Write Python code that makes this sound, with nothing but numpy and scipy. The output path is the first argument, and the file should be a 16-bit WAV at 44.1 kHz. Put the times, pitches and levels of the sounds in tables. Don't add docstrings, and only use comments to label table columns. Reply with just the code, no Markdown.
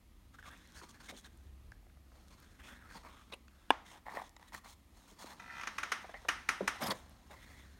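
import sys
import numpy as np
from scipy import signal
from scipy.io import wavfile

SR = 44100
rng = np.random.default_rng(int(sys.argv[2]) if len(sys.argv) > 2 else 0)


def elevation(decibels):
    levels = np.asarray(decibels, float)
    return 10 ** (levels / 20)


def put_to_file(sound):
    columns = np.atleast_2d(sound).T
    safe = np.clip(columns, -1, 1)
    whole_steps = np.round(safe * 32767)
    wavfile.write(sys.argv[1], SR, whole_steps.astype(np.int16))


N = 343539

# pitch_hz, level_db
BODY_SPECTRUM = [(250, -29.5), (500, -4.5), (900, -2), (2100, -4), (2500, -9), (3000, -24), (5000, -29)]
GRIT_SPECTRUM = [(1500, -41.5), (2700, 2.5), (3200, 3.5), (3800, 0), (5500, -3), (7000, -10), (11000, -49)]
FIZZ_SPECTRUM = [(4000, -38.5), (6200, 2.5), (7800, -3.5), (9000, -2.5), (10500, -13), (12000, -22),
                 (14500, -25), (16300, -28)]
BOOM_SPECTRUM = [(70, -22), (140, 1.5), (250, 5), (450, -11), (900, -43)]
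SHEEN_SPECTRUM = [(8000, -11.5), (11000, -5.5), (13000, -15.5), (16000, -3.5)]
# start_s, length_s, body_db, grit_re_body_db, pitch_hz
OPENING_STROKES = [(0.341, 0.017, -59, -8.5, 1420), (0.385, 0.025, -59.5, -9.5, 1580),
                   (0.432, 0.02, -58.5, -9, 1300), (0.443, 0.058, -53.5, -7.5, 1320),
                   (0.499, 0.063, -56.5, -17, 1680), (0.742, 0.077, -57, -2, 1550),
                   (0.813, 0.041, -57.5, -5.5, 1150), (0.888, 0.031, -69, 4.5, 1220),
                   (0.938, 0.039, -60, -8.5, 1730), (1.003, 0.019, -57, -7, 1650),
                   (1.026, 0.061, -61, -1.5, 1680), (1.086, 0.03, -47.5, -6, 2200),
                   (1.135, 0.04, -65, -4, 600), (1.156, 0.054, -65.5, 5, 1770),
                   (1.24, 0.035, -56.5, -5, 1580)]
# start_s, length_s, body_db, grit_re_body_db, pitch_hz
TILTING_STROKES = [(2.098, 0.16, -69.5, -6, 610), (2.281, 0.015, -73, 0.5, 1340),
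                   (2.303, 0.046, -64, -5, 1080), (2.378, 0.03, -69, -4, 1530),
                   (2.424, 0.029, -64, -6, 1640), (2.591, 0.038, -58, -14, 1590),
                   (2.623, 0.1, -53, -8.5, 2230), (2.687, 0.11, -56.5, -10.5, 1600),
                   (2.75, 0.24, -60.5, -31, 1560), (2.876, 0.11, -60, -10, 1640),
                   (2.913, 0.06, -56.5, -6, 1500), (2.949, 0.044, -55, -6.5, 960),
                   (3.03, 0.079, -55.5, -20, 1150), (3.04, 0.04, -57, -22, 620),
                   (3.052, 0.21, -63.5, -15.5, 1140), (3.195, 0.019, -67, -6.5, 1200),
                   (3.3, 0.025, -64, -12, 1100), (3.322, 0.023, -49, -9, 990),
                   (3.463, 0.33, -69, -7.5, 1540)]
# start_s, length_s, body_db, grit_re_body_db, pitch_hz
TURNING_STROKES = [(3.847, 0.11, -57, -4, 2060), (3.916, 0.086, -58.5, -9, 830),
                   (4.059, 0.028, -52, -15.5, 900), (4.079, 0.09, -52, -11.5, 900),
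                   (4.139, 0.081, -47, -13.5, 900), (4.215, 0.015, -53, -8, 720),
                   (4.228, 0.064, -62, -4.5, 895), (4.382, 0.15, -66.5, -8, 920),
                   (4.474, 0.017, -66, -1, 1860), (4.527, 0.036, -47.5, -8, 1000),
                   (4.556, 0.035, -55, -3, 1114), (4.64, 0.045, -56, -6, 900), (4.67, 0.079, -63, 1, 1000),
                   (4.9, 0.23, -71, -2, 810), (5.065, 0.095, -65.5, -2, 1000), (5.186, 0.065, -52, -3, 960),
                   (5.25, 0.04, -57, -5, 950), (5.278, 0.075, -51.5, -7.5, 900),
                   (6.803, 0.075, -37.5, -10.5, 734), (6.861, 0.025, -44, -3.5, 810),
                   (6.873, 0.029, -40, -24, 1100), (6.903, 0.021, -35.5, -8.5, 860),
                   (6.927, 0.099, -66, 0, 675), (7.298, 0.062, -55, -10.5, 900),
                   (7.232, 0.55, -62, -8, 1050), (7.362, 0.4, -71, -10, 1900)]
# start_s,
# drag_db, panel_pitch_hz
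GRIP_SHIFTS = [(0.0, -88, 4400), (0.37, -79, 3500), (0.54, -66, 3480), (0.89, -69, 4450),
               (1.15, -74.5, 3760), (1.91, -85, 4170), (2.47, -70.5, 4000), (2.71, -76, 3100),
               (2.95, -67, 4380), (3.15, -66.5, 3330), (3.54, -91, 3900), (3.73, -80.5, 3600),
               (4.08, -100, 3880), (5.44, -66, 4200), (5.63, -60, 3500), (6.45, -69, 4100),
               (6.76, -57.5, 3500), (7.0, -70.5, 4090)]
# resting_level_db, gain_db_per_drag_db
DRAG_LAW = [
    (-72.5, 1.05),
    (-76.5, 1.05),
    (-80.5, 0.75),
    (-71, 0.24),
    (-98, -0.5),
]
# level_re_body_db, gain_db_per_grit_db
STROKE_LAW = [
    (-2, 0),
    (-1.5, 1),
    (-3.5, 1.38),
    (-13.5, 0),
    (-13, 1.5),
]
# start_s, peak_db, pitch_hz, treble_re_peak_db
GRIT_CATCHES = [(0.427, -45, 1670, -8), (0.815, -42, 1170, -30), (1.003, -54, 1670, -19),
                (1.719, -44.5, 1680, -4.5), (1.828, -61, 715, -17), (1.867, -59, 646, -16),
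                (1.898, -63, 1600, -6), (1.971, -59, 627, -15), (2.118, -55, 600, -18),
                (2.182, -60.5, 1100, -20), (3.034, -56, 1180, -21), (3.325, -44, 2580, -8),
                (3.481, -51, 1570, -18), (4.066, -37, 845, -37), (4.083, -33, 865, -40),
                (4.093, -38, 900, -30), (4.122, -40, 934, -29), (4.159, -44, 1010, -32),
                (4.171, -31, 900, -41), (4.185, -44, 920, -24), (4.198, -37, 1020, -23),
                (4.218, -35, 680, -29), (4.365, -46, 940, -7), (4.396, -52, 980, -6), (4.427, -48, 850, -8),
                (4.522, -47, 915, -6), (4.547, -35, 1790, -5), (4.659, -44, 910, -21)]
# start_s, peak_db, pitch_hz
GRAIN_PRICKS = [(0.398, -58, 6890), (0.5137, -50, 9310), (0.576, -51, 6740), (0.6747, -49, 6280),
                (0.722, -48, 6000), (1.2114, -49, 7120), (1.3743, -52, 8990), (2.2834, -49, 5210),
                (2.4019, -53, 12800), (2.4254, -56, 5080), (2.4458, -60, 5250), (3.0355, -52, 5000),
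                (4.2942, -44.5, 6200), (4.548, -43, 13500), (5.082, -52, 6000), (5.113, -48, 6040),
                (7.0957, -51, 10500)]
# start_s,
# peak_db, pitch_hz, t60_s
SHORT_RINGS = [(3.482, -63, 3370, 0.014), (3.481, -60, 4460, .01), (3.481, -60.5, 6600, .015),
               (3.482, -60, 2520, 0.013), (4.365, -52, 3800, 0.013), (4.365, -60, 5130, .012),
               (4.365, -56, 6500, .012), (4.365, -58, 7400, 0.009), (2.93, -67, 4500, .2),
               (2.955, -51.5, 4400, 0.13), (6.813, -48, 3500, .04), (6.8205, -46, 13060, .006),
               (6.823, -39, 5470, .04), (6.824, -46, 11500, .015), (6.828, -44, 3400, .06),
               (6.8337, -35.5, 5000, 0.058), (6.8375, -39, 13500, .008), (6.842, -44, 11100, .012),
               (6.864, -48, 3500, 0.049), (6.869, -36, 4840, 0.049), (6.869, -41, 11700, 0.018),
               (6.877, -44, 11100, 0.027), (6.885, -42, 9300, 0.026), (6.9003, -38, 9200, .012),
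               (6.9005, -52, 12500, 0.0087), (6.9054, -29, 4600, 0.047), (6.908, -32, 3440, .04),
               (6.914, -35.5, 1960, 0.034),
               (3.324, -43.5, 3800, .03), (3.334, -40, 2700, 0.045), (3.333, -44, 3900, 0.037),
                (3.339, -50.5, 9300, 0.022), (4.108, -46, 990, .025), (4.135, -43, 890, .025),
                (4.1765, -35.5, 1000, .015), (4.088, -56, 1900, .04), (4.15, -54, 2100, .15),
                (3.733, -41, 800, .015), (3.696, -57, 3000, .05), (4.428, -61, 4500, 0.009),
                (5.5, -41, 1850, .05), (6.095, -53, 1660, 0.027), (6.141, -42, 1930, 0.13),
                (6.142, -51.5, 3020, .03), (5.5, -50, 1470, 0.058), (6.607, -40.5, 196, 0.073),
                (0.4585, -50.5, 2150, 0.071), (0.514, -54, 3500, .02), (0.66, -63, 4200, .08),
                (1.096, -45, 3900, .02), (1.092, -53, 1500, .04), (0.345, -54, 1360, .04),
                (0.386, -49, 1550, .03), (0.44, -52, 1620, .02), (3.055, -53, 1170, .05),
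                (1.165, -50, 4100, .04), (1.245, -50.5, 3900, 0.054), (6.287, -31.5, 2920, 0.036),
                (0.55, -60, 2500, .13)]
# start_s, peak_db
LID_SNAP = [
    (3.704, -9.5),
]
# pitch_hz, level_db, t60_s
LID_MODES = [(272, -11, 0.037), (715, 7, 0.016), (900, 4.5, 0.018), (1070, -11, 0.05), (1340, -10.5, 0.013),
             (1680, -0.5, 0.023), (2364, -8.5, 0.017), (2910, 2.5, 0.011), (3500, -7, 0.015),
             (8500, -17, 0.006), (420, -10, 0.025), (2260, -8, 0.013)]
# pitch_hz, level_db_per_hz
CLAP_SPECTRUM = [(88, -40), (190, -13.5), (494, -10), (790, 1.5), (1720, -7), (2650, -14.5), (3490, -14),
                 (4160, -22), (6260, -24.5), (16000, -56)]
# start_s, peak_db, pitch_hz, t60_s
BOX_BUMPS = [(0.818, -53, 374, 0.061), (0.835, -55, 330, 0.066), (1.121, -48, 260, 0.16),
             (2.302, -61, 299, 0.09), (2.955, -51, 180, 0.092), (3.323, -48, 420, 0.086),
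             (4.14, -50, 390, 0.19), (5.115, -53, 230, 0.06), (5.242, -40.5, 254, 0.019),
             (6.042, -38, 673, 0.049), (6.093, -39.5, 646, 0.023), (6.139, -38, 620, 0.06),
             (6.249, -40.5, 580, 0.06), (6.606, -25.5, 395, 0.053), (6.627, -35, 316, 0.087),
             (6.822, -39.5, 180, 0.23), (6.881, -36, 174, 0.18), (6.91, -33.5, 504, 0.091),
             (7.299, -50.5, 580, 0.41), (7.5, -58, 650, 0.6)]
# start_s, peak_db, treble_re_peak_db, room_re_peak_db
TAPE_TEARS = [
    (5.61, -35, -15, 4),
    (5.633, -32, -27, 0.5),
    (5.671, -28, -27, 1),
    (5.782, -25, -11, 0.5),
    (5.831, -24.5, -44, 0.5),
    (5.918, -20.5, -10, 1),
    (5.952, -51, -33, -1),
    (6.285, -17.5, -9, 1),
    (6.488, -17.5, -7.5, 0.5),
    (6.676, -18, -7.5, -1),
]
# pitch_hz, width_hz, level_db
CARTON_MODES = [(738, 31, -12), (953, 23, -8), (1200, 70, -5), (1330, 60, 3), (1550, 70, -3),
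                (1780, 70, -2), (1980, 33, -1), (2290, 90, -3), (2430, 120, 0), (2760, 93, -13),
                (3150, 48, -14), (3640, 40, -14), (4140, 59, -14), (5460, 68, -18)]
# pitch_hz, level_db_per_hz
TEAR_SPECTRUM = [(150, -23), (300, -15), (600, -15.5), (1000, -5.5), (1350, 0), (2000, -3.5), (2500, -7.5),
                 (2800, -10.5), (4500, -18.5), (6500, -13.5), (7600, -30.5), (9000, -27.5), (16000, -53.5)]
# pitch_hz, level_db
CREEP_SPECTRUM = [(300, -8), (620, -14), (850, -14), (1300, 1), (2000, 2), (2450, 1.5), (2650, -11),
                  (3600, -14)]
# pitch_hz, t60_s
HALL_DECAY = [(250, 0.54), (660, 0.28), (1740, 0.36), (4590, 0.33), (12000, 0.2)]
# pitch_hz, level_db_per_hz
AIR_SPECTRUM = [(12, -41), (20, -11), (65, 1), (172, -25.5), (204, -27.5), (337, -26), (434, -41),
                (485, -34), (1120, -35.5), (1260, -31), (1440, -51), (1860, -36.5), (2820, -39),
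                (11400, -49), (16000, -53)]
# start_s, fan_hum_db, deep_rumble_db
RUMBLE_LEVELS = [(0.0, -67.5, -65), (1.5, -60.5, -67), (1.69, -58, -59), (1.85, -64, -66.5),
                 (2.84, -62.5, -64.5), (3.06, -68, -67), (5.0, -67.5, -69), (6.01, -69.5, -73),
                 (6.182, -66, -63), (7.79, -61, -71)]
# pitch_hz, level_db
PORT_RESPONSE = [(15, -29.5), (36, 1), (7000, -0.5), (7700, -1), (8400, 0.5), (10000, 1), (10600, 0.5),
                 (11200, 5), (15900, 1), (16600, -46.5)]


def evened(x):
    return x / np.sqrt(np.mean(x ** 2) + 1e-20)


def peaked(x):
    return x / np.max(abs(x))


def read(points, hz):
    f, value = np.transpose(points)
    return np.interp(np.log(hz + 1), np.log(f + 1), value)


def add(mix, s, sound):
    part = mix[round(s * SR):][:len(sound)]
    part += sound[:len(part)]


def colour(x, points, size=4096):
    hz = abs(np.fft.fftfreq(size, 1 / SR))
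    log_gain = np.log(elevation(np.maximum(read(points, hz), -100)))
    taps = np.fft.ifft(np.exp(np.conj(signal.hilbert(log_gain)))).real
    return signal.oaconvolve(x, taps[:size // 2])[:len(x)]


def resonate(x, hz, width):
    turn = np.exp(2j * np.pi * np.cumsum(hz * np.ones(len(x))) / SR)
    r = np.exp(-np.pi * width / SR)
    return 2 * (turn * signal.lfilter([1 - r], [1, -r], x / turn + 1e-18)).real


def grains(per_s, spread_db):
    size = elevation(spread_db * np.minimum(rng.exponential(1, N), 4)) * rng.choice([-1., 1.], N)
    return evened(size * (rng.random(N) < per_s / SR))


def judder(width_hz, depth_db):
    return elevation(depth_db * np.clip(evened(resonate(rng.standard_normal(N), 0, width_hz)), -2, 2))


def wander(width_hz):
    slow = resonate(resonate(rng.standard_normal(N), 0, width_hz), 0, width_hz)
    return 1 + 0.073 * evened(slow)


def strokes():
    t = np.arange(N) / SR
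    s, drag_db, panel_hz = np.transpose(GRIP_SHIFTS)
    drag_db = np.interp(t, s, drag_db) + 72
    panel_hz = np.interp(t, s, panel_hz)
    power = np.array([elevation(rest_db + slope * drag_db) ** 2 for rest_db, slope in DRAG_LAW])

    rows = sorted(OPENING_STROKES + TILTING_STROKES + TURNING_STROKES)
    for s, length, body_db, grit_db, hz in rows:
        size = round((length + .014) * SR)
        pressure = signal.windows.tukey(size, .7) ** 2 * np.geomspace(1.5, .6, size)
        for band, (part_db, slope) in zip(power, STROKE_LAW):
            add(band, s - .007, elevation(body_db + part_db + slope * grit_db) ** 2 * pressure)
    power[-1] *= elevation(6.5 * (t > 4.45)) ** 2

    starts, *_, pitches = np.transpose(rows)
    pitch = pitches[np.maximum(np.searchsorted(starts - .004, t) - 1, 0)]
    pitch = pitch * wander(27)
    panel_hz = panel_hz * wander(21)
    drive = grains(7000, 2.45) * judder(42, 1.83)
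    stick = judder(133, 0.86)

    hollow = resonate(drive, pitch, 290) + 0.34 * resonate(drive, 2.1 * pitch, 280) + 0.34 * drive
    panels = resonate(drive, panel_hz, 520) + .4 * resonate(drive, 3450, 220)
    panels += .6 * resonate(drive, 5300, 300) + .2 * drive
    fizz = resonate(drive, 6740, 1000) + resonate(drive, 9420, 900) + 1.4 * drive
    parts = [stick * colour(hollow, BODY_SPECTRUM), colour(panels, GRIT_SPECTRUM),
             colour(fizz, FIZZ_SPECTRUM), colour(drive, BOOM_SPECTRUM), colour(drive, SHEEN_SPECTRUM)]
    return sum(np.sqrt(level) * evened(part) for level, part in zip(power, parts))


def ticks():
    out, t = np.zeros(N), np.arange(900) / SR
    crack_spectrum = GRIT_SPECTRUM[:-2] + FIZZ_SPECTRUM[-4:]
    for s, db, hz, treble_db in GRIT_CATCHES:
        noise = rng.standard_normal(len(t))
        catch = noise * elevation(-60 * t / 0.011)
        ring = resonate(catch, hz, 250) + .5 * resonate(catch, 2.05 * hz, 150)
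        sharp = peaked(colour(noise * elevation(-60 * t / 0.0047), crack_spectrum))
        add(out, s, elevation(db) * (peaked(colour(ring, BODY_SPECTRUM)) + elevation(treble_db - 1.5) * sharp))
    impulse = 1. * (t == 0)
    for s, db, hz in GRAIN_PRICKS:
        add(out, s, elevation(db) * peaked(resonate(resonate(impulse, hz, 3400), hz, 5600)))
    return out


def plucks():
    out, t = np.zeros(N), np.arange(6000) / SR
    for s, db, hz, t60 in SHORT_RINGS:
        scratch = rng.standard_normal(len(t)) * elevation(-60 * t / t60)
        width = hz / 8.5
        add(out, s, elevation(db) * peaked(resonate(resonate(scratch, hz, width), hz, 2 * width)))
    return out


def snap():
    out, puff, t = np.zeros(N), np.zeros(N), np.arange(4000) / SR
    s, peak_db = LID_SNAP[0]
    ring = np.zeros(len(t))
    for k, (hz, db, t60) in enumerate(LID_MODES):
        ring += (-1) ** k * elevation(db - 60 * t / t60) * np.sin(2 * np.pi * hz * t)
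    add(ring, .0008, 0.63 * ring.copy())
    clap = peaked(colour(rng.standard_normal(len(t)) * elevation(-60 * t / 0.019), CLAP_SPECTRUM))
    add(out, s + 0.00059, elevation(peak_db) * peaked(peaked(ring) + 0.6 * clap))
    add(puff, s, elevation(peak_db - 14.5) * peaked(colour(1. * (t == 0), CLAP_SPECTRUM)))
    return out, puff


def bumps():
    out, t = np.zeros(N), np.arange(5000) / SR
    for s, db, hz, t60 in BOX_BUMPS:
        puff = rng.standard_normal(len(t)) * elevation(-60 * t / t60) * (1 - np.exp(-t / .0008))
        dull = [(hz / 3.5, -30), (hz / 1.4, -3), (hz * 1.3, 0), (hz * 3, -12), (hz * 8, -35), (20000, -60)]
        thud = colour(puff, dull)
        add(out, s, elevation(db) * peaked(thud + 1.16 * resonate(thud, hz, hz / 7)))
    return out


def slips():
    count = 13
    k = np.arange(count)
    gaps = np.maximum(.0223 - .0015 * k, .0146)
    jitter = .0006 * rng.standard_normal(count) * (k > 0)
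    times = 5.3981 + np.cumsum(gaps) - gaps + jitter
    db = -43.5 + 10 * (k / k[-1]) ** 2 + 6 * (k == 0)
    treble_db = np.where(k == 0, -10, -30 + 15 * k / k[-1])
    return list(zip(times, db, treble_db))


def crack(blow, treble_db):
    return peaked(colour(blow, TEAR_SPECTRUM)) + elevation(treble_db - 4.5) * peaked(colour(blow, FIZZ_SPECTRUM))


def carton():
    dry, wet, t = np.zeros(N), np.zeros(N), np.arange(3000) / SR
    impulse = 1. * (t == 0)
    modes = [elevation(db) * peaked(resonate(impulse, hz, width)) for hz, width, db in CARTON_MODES]
    ring = peaked(sum(modes))
    rise = np.clip(t / 0.00268, 0, 1) ** 2
    wall, wall_lag_s = peaked(resonate(resonate(impulse, 2400, 200), 2400, 500)), .002

    tear = rng.standard_normal(len(t))
    tear_decay = elevation(-60 * t / 0.0041) + 0.17 * elevation(-60 * t / 0.045)
    for s, db, treble_db, room_db in TAPE_TEARS:
        blow = (.6 * tear + rng.standard_normal(len(t))) * tear_decay * rise
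        add(dry, s, elevation(db) * (crack(blow, treble_db) + 0.33 * ring))
        add(dry, s + wall_lag_s, elevation(db - 9.0) * wall)
        add(wet, s + .003, elevation(db + room_db) * (crack(impulse, treble_db) + 0.16 * ring))

    shared = rng.standard_normal(len(t))
    knock = peaked(ring * (1 - np.exp(-t / .002)))
    low = CREEP_SPECTRUM + [(6000, -30), (20000, -55)]
    high = FIZZ_SPECTRUM[:2] + [(7400, -20), (16000, -40)]
    for s, db, treble_db in slips():
        creep = (shared + 0.21 * rng.standard_normal(len(t))) * elevation(-60 * t / 0.046) * rise
        push = peaked(colour(creep, low)) + elevation(treble_db) * peaked(colour(creep, high))
        add(dry, s - .002, elevation(db) * (.45 * push + .7 * knock))
        add(dry, s + wall_lag_s, elevation(db - 12) * wall)
        add(wet, s, elevation(db - 2.5) * (.7 * crack(impulse, treble_db) + .6 * ring))
    return dry + hall(wet)


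def hall(x):
    taps = np.zeros(SR)
    at = np.arange(150, SR - 8, 8)
    taps[at + rng.integers(0, 8, len(at))] = rng.choice([-1., 1.], len(at))
    hz, t, z = signal.stft(taps, SR, nperseg=256)
    early = elevation(-60 * t / read(HALL_DECAY, hz)[:, None])
    late = elevation(-18.5 - 60 * t / 1.62)
    tail = signal.istft(z * (early + late), SR, nperseg=256)[1]
    tail = tail[:SR] * np.linspace(1, 0, SR)
    return signal.fftconvolve(x, tail / np.linalg.norm(tail))[:N]


def air():
    t = np.arange(N) / SR
    s, hum_db, deep_db = np.transpose(RUMBLE_LEVELS)
    a, b, c = rng.standard_normal((3, N))
    hiss = evened(colour(a, [(60, -110)] + [p for p in AIR_SPECTRUM if p[0] > 95]))
    hum = evened(resonate(resonate(b, 68.35, 5), 72, 24) + 0.31 * resonate(b, 79, 30))
    deep = evened(resonate(resonate(c, 37, 21), 42, 28))
    return elevation(-72.5) * hiss + elevation(np.interp(t, s, hum_db)) * hum + elevation(np.interp(t, s, deep_db)) * deep


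def scene():
    near = strokes() + ticks() + bumps()
    shut, puff = snap()
    reverb = hall(elevation(-15.5) * near + puff)
    return (near + plucks() + shut + reverb + carton() + air())[None]


def roll_off(x):
    return signal.sosfilt(signal.butter(12, 16470, fs=SR, output="sos"), x)


def record(dry):
    heard = colour(dry[0], PORT_RESPONSE)[None]
    return roll_off(heard)


dry = scene()
out = record(dry)
put_to_file(out)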